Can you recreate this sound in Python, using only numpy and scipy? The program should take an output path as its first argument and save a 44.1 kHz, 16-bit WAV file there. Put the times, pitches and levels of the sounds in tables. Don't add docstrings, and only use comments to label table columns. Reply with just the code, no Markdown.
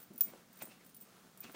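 import sys
import numpy as np
from scipy import signal
from scipy.fft import rfft, irfft, next_fast_len
from scipy.io import wavfile

SR = 44100
rng = np.random.default_rng(int(sys.argv[2]) if len(sys.argv) > 2 else 0)


def put_to_file(sound):
    columns = np.atleast_2d(sound).T
    safe = np.clip(columns, -1, 1)
    whole_steps = np.round(safe * 32767)
    wavfile.write(sys.argv[1], SR, whole_steps.astype(np.int16))


N = 68355

# frequency_hz, relative_db
HISS_SPECTRUM = [(25, -15), (60, -10.5), (110, -0.5), (185, 8.5), (260, 2.5), (500, -5), (1000, -10),
                 (2500, -13.5), (6000, -14), (12000, -19), (15500, -14.5)]
HISS_DB, HUM_HZ, HUM_DB = -66, 185.2, -77

# time_s, level_db
SLIDE_ENVELOPE = [(0, -63.5), (0.08, -70.5), (0.22, -68.5), (0.3, -63), (0.36, -63), (0.47, -71.5),
                  (0.57, -64.5), (0.6, -65.5), (0.62, -57.5), (0.65, -66), (0.69, -63), (0.78, -68.5),
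                  (0.85, -67.5), (0.97, -75.5), (1.07, -66.5), (1.19, -64), (1.34, -69.5), (1.49, -61.5),
                  (1.53, -63)]
# frequency_hz, relative_db
SLIDE_SPECTRUM = [(60, -28), (180, -4), (350, 0.5), (650, -2), (900, -3.5), (1350, -1), (2000, -7.5),
                  (4000, -11), (8000, -13.5), (15000, -17)]
SLIPS_PER_S, SLIP_POWER_SHARE = 2000, 0.39

# start_s, top_modes_db, middle_modes_db, low_modes_db, click_db
TAG_STRIKES = [(0.002, -53, -78, -69, -44), (0.017, -57, -68, -82, -54), (0.028, -48.5, -81, -81, -59),
               (0.135, -63, -78, -72, -49), (0.158, -57, -83, -72, -63), (0.1789, -43, -59, -81, -38),
               (0.208, -19.5, -47.5, -51, -15), (0.2134, -40, -44.5, -56.5, -19),
               (0.236, -46, -59, -57, -46), (0.528, -59, -85, -74, -72), (0.556, -66.5, -71, -72, -65),
               (0.572, -54, -69, -75, -66), (0.589, -56, -72, -74, -63), (0.6233, -40, -61, -55, -28.5),
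               (0.631, -55, -84, -56, -37), (0.653, -43.5, -59, -61.5, -58), (0.847, -64, -75, -80, -49),
               (0.863, -56, -73, -72, -64), (0.893, -59, -71, -72, -57), (0.946, -56, -62.5, -69, -42),
               (0.966, -49.5, -79, -66.5, -46), (1.003, -56.5, -74, -73, -54), (1.01, -48, -68, -65, -61),
               (1.020, -52, -72, -68, -66), (1.375, -63, -63, -71, -37), (1.4045, -44, -77, -63, -58),
               (1.517, -51, -74, -70, -54), (1.524, -59, -74, -97, -60)]
# pitch_hz, relative_db, t60_s
TAG_TOP_MODES = [(14770, 1, 0.058), (14800, -14.5, 0.062), (13000, -27, 0.048)]
TAG_MIDDLE_MODES = [(10326, 2.5, 0.071), (10350, -8, 0.21)]
TAG_LOW_MODES = [(8333, 1.5, 0.078), (8200, -6.5, 0.068), (9520, -9.5, 0.15), (7600, -5, 0.052)]
# frequency_hz, relative_db
CONTACT_SPECTRUM = [(100, -28), (800, -20.5), (2000, -9.5), (7000, -1), (12000, 3.5), (14500, -0.5),
                    (16000, -5.5)]
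MODE_ATTACK_S, CHATTER_RELATIVE_DB, CHATTER_T60_S = 0.00056, -26, 0.035
SCRAPE_DB, SCRAPE_T60_S = -67.5, 0.1

# start_s, level_db, t60_s
PAW_STEPS = [(0.104, -48.5, 0.15), (0.140, -54.5, 0.16), (0.238, -55, 0.11), (0.269, -47.5, 0.11),
             (0.280, -48.5, 0.081), (0.319, -53, .1), (0.337, -57, 0.14), (0.493, -61.5, 0.11),
             (0.617, -44.5, 0.073), (0.629, -46, 0.058), (0.676, -53, 0.096), (0.765, -55.5, 0.043),
             (0.81, -73, 0.11), (0.89, -71, 0.09), (1.019, -59.5, 0.11), (1.242, -56, 0.09),
             (1.415, -60, 0.15), (1.445, -47, 0.084), (1.480, -54, 0.09), (1.493, -53, 0.063)]
# frequency_hz, relative_db
CRUSH_SPECTRUM = [(30, -20), (70, -38), (120, -6), (190, 1), (280, 1.5), (420, -7), (700, -13.5),
                  (1300, -34), (4000, -60)]
STEP_ATTACK_S, BOUNCE_HZ, BOUNCE_LOG_SPREAD = 0.0047, 212.8, 0.1206
BOUNCE_RELATIVE_DB, CRUSH_RELATIVE_DB = -4, -3

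# peak_s, level_db, rise_s, fall_s, rasp_hz
CLOTH_STROKES = [(0.285, -64, .018, .03, 2240), (0.619, -52.5, 0.0097, 0.0089, 2440),
                 (0.72, -62.5, 0.02, 0.024, 2660), (0.82, -71, 0.031, 0.021, 2130),
                 (1.442, -51, .007, 0.0058, 2500), (1.465, -61.5, 0.013, 0.02, 2630),
                 (1.548, -53, 0.0035, 0.0074, 2280)]
# frequency_hz, relative_db
SWISH_SPECTRUM = [(60, -40), (150, -6), (300, -6), (1200, -4.5), (1900, -6.5), (3000, -5.5), (5500, -8),
                  (8000, -13), (15000, -23)]
RASP_RELATIVE_DB, RASP_HALF_WIDTH_HZ = -0.5, 174

# start_s, peak_db, upper_corner_hz
FOLD_SNAPS = [(0.3363, -43.5, 980), (0.358, -52.5, 990), (0.621, -34.5, 1430), (0.673, -48.5, 1200),
              (1.4452, -37, 4040), (1.452, -39.5, 3500), (1.489, -51, 1500), (1.4969, -42.5, 1700),
              (1.546, -42, 950)]
FOLD_LOW_HZ, CRUMPLE_RELATIVE_DB, CRUMPLE_T60_S = 250, -23.5, 0.031

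# frequency_hz, t60_s
ROOM_DECAY = [(200, 0.59), (2000, .28), (8000, 0.32), (15000, 0.18)]
TAG_ROOM_DB, BEDDING_ROOM_DB, ROOM_DELAY_S = -10, -12.5, 0.004
BAND_LIMIT_HZ = 15900


def amp(db):
    return 10 ** (np.asarray(db) / 20)


def unit_rms(x):
    return x / np.sqrt(np.mean(x ** 2) + 1e-20)


def curve_at(points, hz):
    frequencies, values = np.transpose(points)
    return np.interp(np.log(hz + 1), np.log(frequencies + 1), values)


def filtered(x, response):
    size = next_fast_len(N + SR // 2)
    return irfft(rfft(x, size) * response(np.fft.rfftfreq(size, 1 / SR)), size)[:N]


def coloured(x, spectrum):
    return filtered(x, lambda hz: unit_rms(amp(curve_at(spectrum, hz))))


def noise(spectrum):
    return coloured(rng.standard_normal(N), spectrum)


def since(start_s):
    return np.maximum(np.arange(N) / SR - start_s, 0)


def decay(start_s, t60_s):
    t = since(start_s)
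    return (t > 0) * np.exp(-np.log(1000) * t / t60_s)


def room_hiss():
    hum = np.sqrt(2) * np.sin(2 * np.pi * HUM_HZ * since(0))
    return amp(HISS_DB) * noise(HISS_SPECTRUM) + amp(HUM_DB) * hum


def cloth_friction(spectrum):
    slips = (rng.random(N) < SLIPS_PER_S / SR) * rng.standard_normal(N)
    rub = np.sqrt(1 - SLIP_POWER_SHARE) * rng.standard_normal(N)
    return coloured(np.sqrt(SLIP_POWER_SHARE) * unit_rms(slips) + rub, spectrum)


def duvet_slide():
    level_db = np.interp(since(0), *np.transpose(SLIDE_ENVELOPE))
    return amp(level_db) * cloth_friction(SLIDE_SPECTRUM)


def collar_tag():
    ringing, clicks, contact_envelope = np.zeros(N + SR), np.zeros(N), np.zeros(N)
    t = np.arange(SR // 2) / SR
    attack = 1 - np.exp(-t / MODE_ATTACK_S)
    for start_s, *group_levels, click_db in TAG_STRIKES:
        start = round(start_s * SR)
        for modes, group_db in zip((TAG_TOP_MODES, TAG_MIDDLE_MODES, TAG_LOW_MODES), group_levels):
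            for pitch_hz, relative_db, t60_s in modes:
                swing = np.sqrt(2) * np.sin(2 * np.pi * (pitch_hz * t + rng.random()))
                envelope = attack * np.exp(-np.log(1000) * t / t60_s)
                ringing[start:start + len(t)] += amp(group_db + relative_db + rng.normal()) * envelope * swing
        clicks[start] += amp(click_db)
        contact_envelope += amp(click_db + CHATTER_RELATIVE_DB) * decay(start_s, CHATTER_T60_S)
        contact_envelope += amp(SCRAPE_DB) * decay(start_s, SCRAPE_T60_S)
    contact = clicks + contact_envelope * rng.standard_normal(N)
    return ringing[:N] + coloured(contact, CONTACT_SPECTRUM)


def paw_thuds():
    out = np.zeros(N)
    crush = amp(CRUSH_RELATIVE_DB) * noise(CRUSH_SPECTRUM)
    for start_s, level_db, t60_s in PAW_STEPS:
        t = since(start_s)
        pitch_hz = BOUNCE_HZ * np.exp(BOUNCE_LOG_SPREAD * rng.normal())
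        bounce = amp(BOUNCE_RELATIVE_DB) * np.sqrt(2) * np.sin(2 * np.pi * pitch_hz * t)
        envelope = decay(start_s, t60_s) * (1 - np.exp(-t / STEP_ATTACK_S))
        out += amp(level_db) * envelope * (bounce + crush)
    return out


def cloth_swishes():
    out, t = np.zeros(N), since(0)
    for peak_s, level_db, rise_s, fall_s, rasp_hz in CLOTH_STROKES:
        white = rng.standard_normal(N)
        rasp = filtered(white, lambda hz: 1 / (1 + ((hz - rasp_hz) / RASP_HALF_WIDTH_HZ) ** 2))
        swish = cloth_friction(SWISH_SPECTRUM) + amp(RASP_RELATIVE_DB) * unit_rms(rasp)
        envelope = np.exp(-np.maximum((peak_s - t) / rise_s, (t - peak_s) / fall_s))
        out += amp(level_db) * envelope * swish
    return out


def fold_snaps():
    out = np.zeros(N)
    for start_s, peak_db, upper_corner_hz in FOLD_SNAPS:
        band = signal.butter(2, [FOLD_LOW_HZ, upper_corner_hz], 'band', fs=SR, output='sos')
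        force = amp(CRUMPLE_RELATIVE_DB) * decay(start_s, CRUMPLE_T60_S) * rng.standard_normal(N)
        force[round(start_s * SR)] += 1
        snap = signal.sosfilt(band, force)
        out += amp(peak_db) * snap / np.abs(snap).max()
    return out


def reverberation(x):
    hz, t, bands = signal.stft(rng.standard_normal(SR // 2), SR, nperseg=256)
    damping = np.exp(-np.log(1000) * t / curve_at(ROOM_DECAY, hz)[:, None])
    tail = signal.istft(bands * damping, SR, nperseg=256)[1]
    reflections = signal.fftconvolve(x, tail / np.linalg.norm(tail))[:N]
    return filtered(reflections, lambda f: np.exp(-2j * np.pi * f * ROOM_DELAY_S))


def scene():
    tag = collar_tag()
    bedding = paw_thuds() + fold_snaps() + duvet_slide() + cloth_swishes()
    reflections = amp(TAG_ROOM_DB) * reverberation(tag) + amp(BEDDING_ROOM_DB) * reverberation(bedding)
    return (tag + bedding + reflections + room_hiss())[None]


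def record(dry):
    return filtered(dry[0], lambda hz: hz < BAND_LIMIT_HZ)[None]


dry = scene()
out = record(dry)
put_to_file(out)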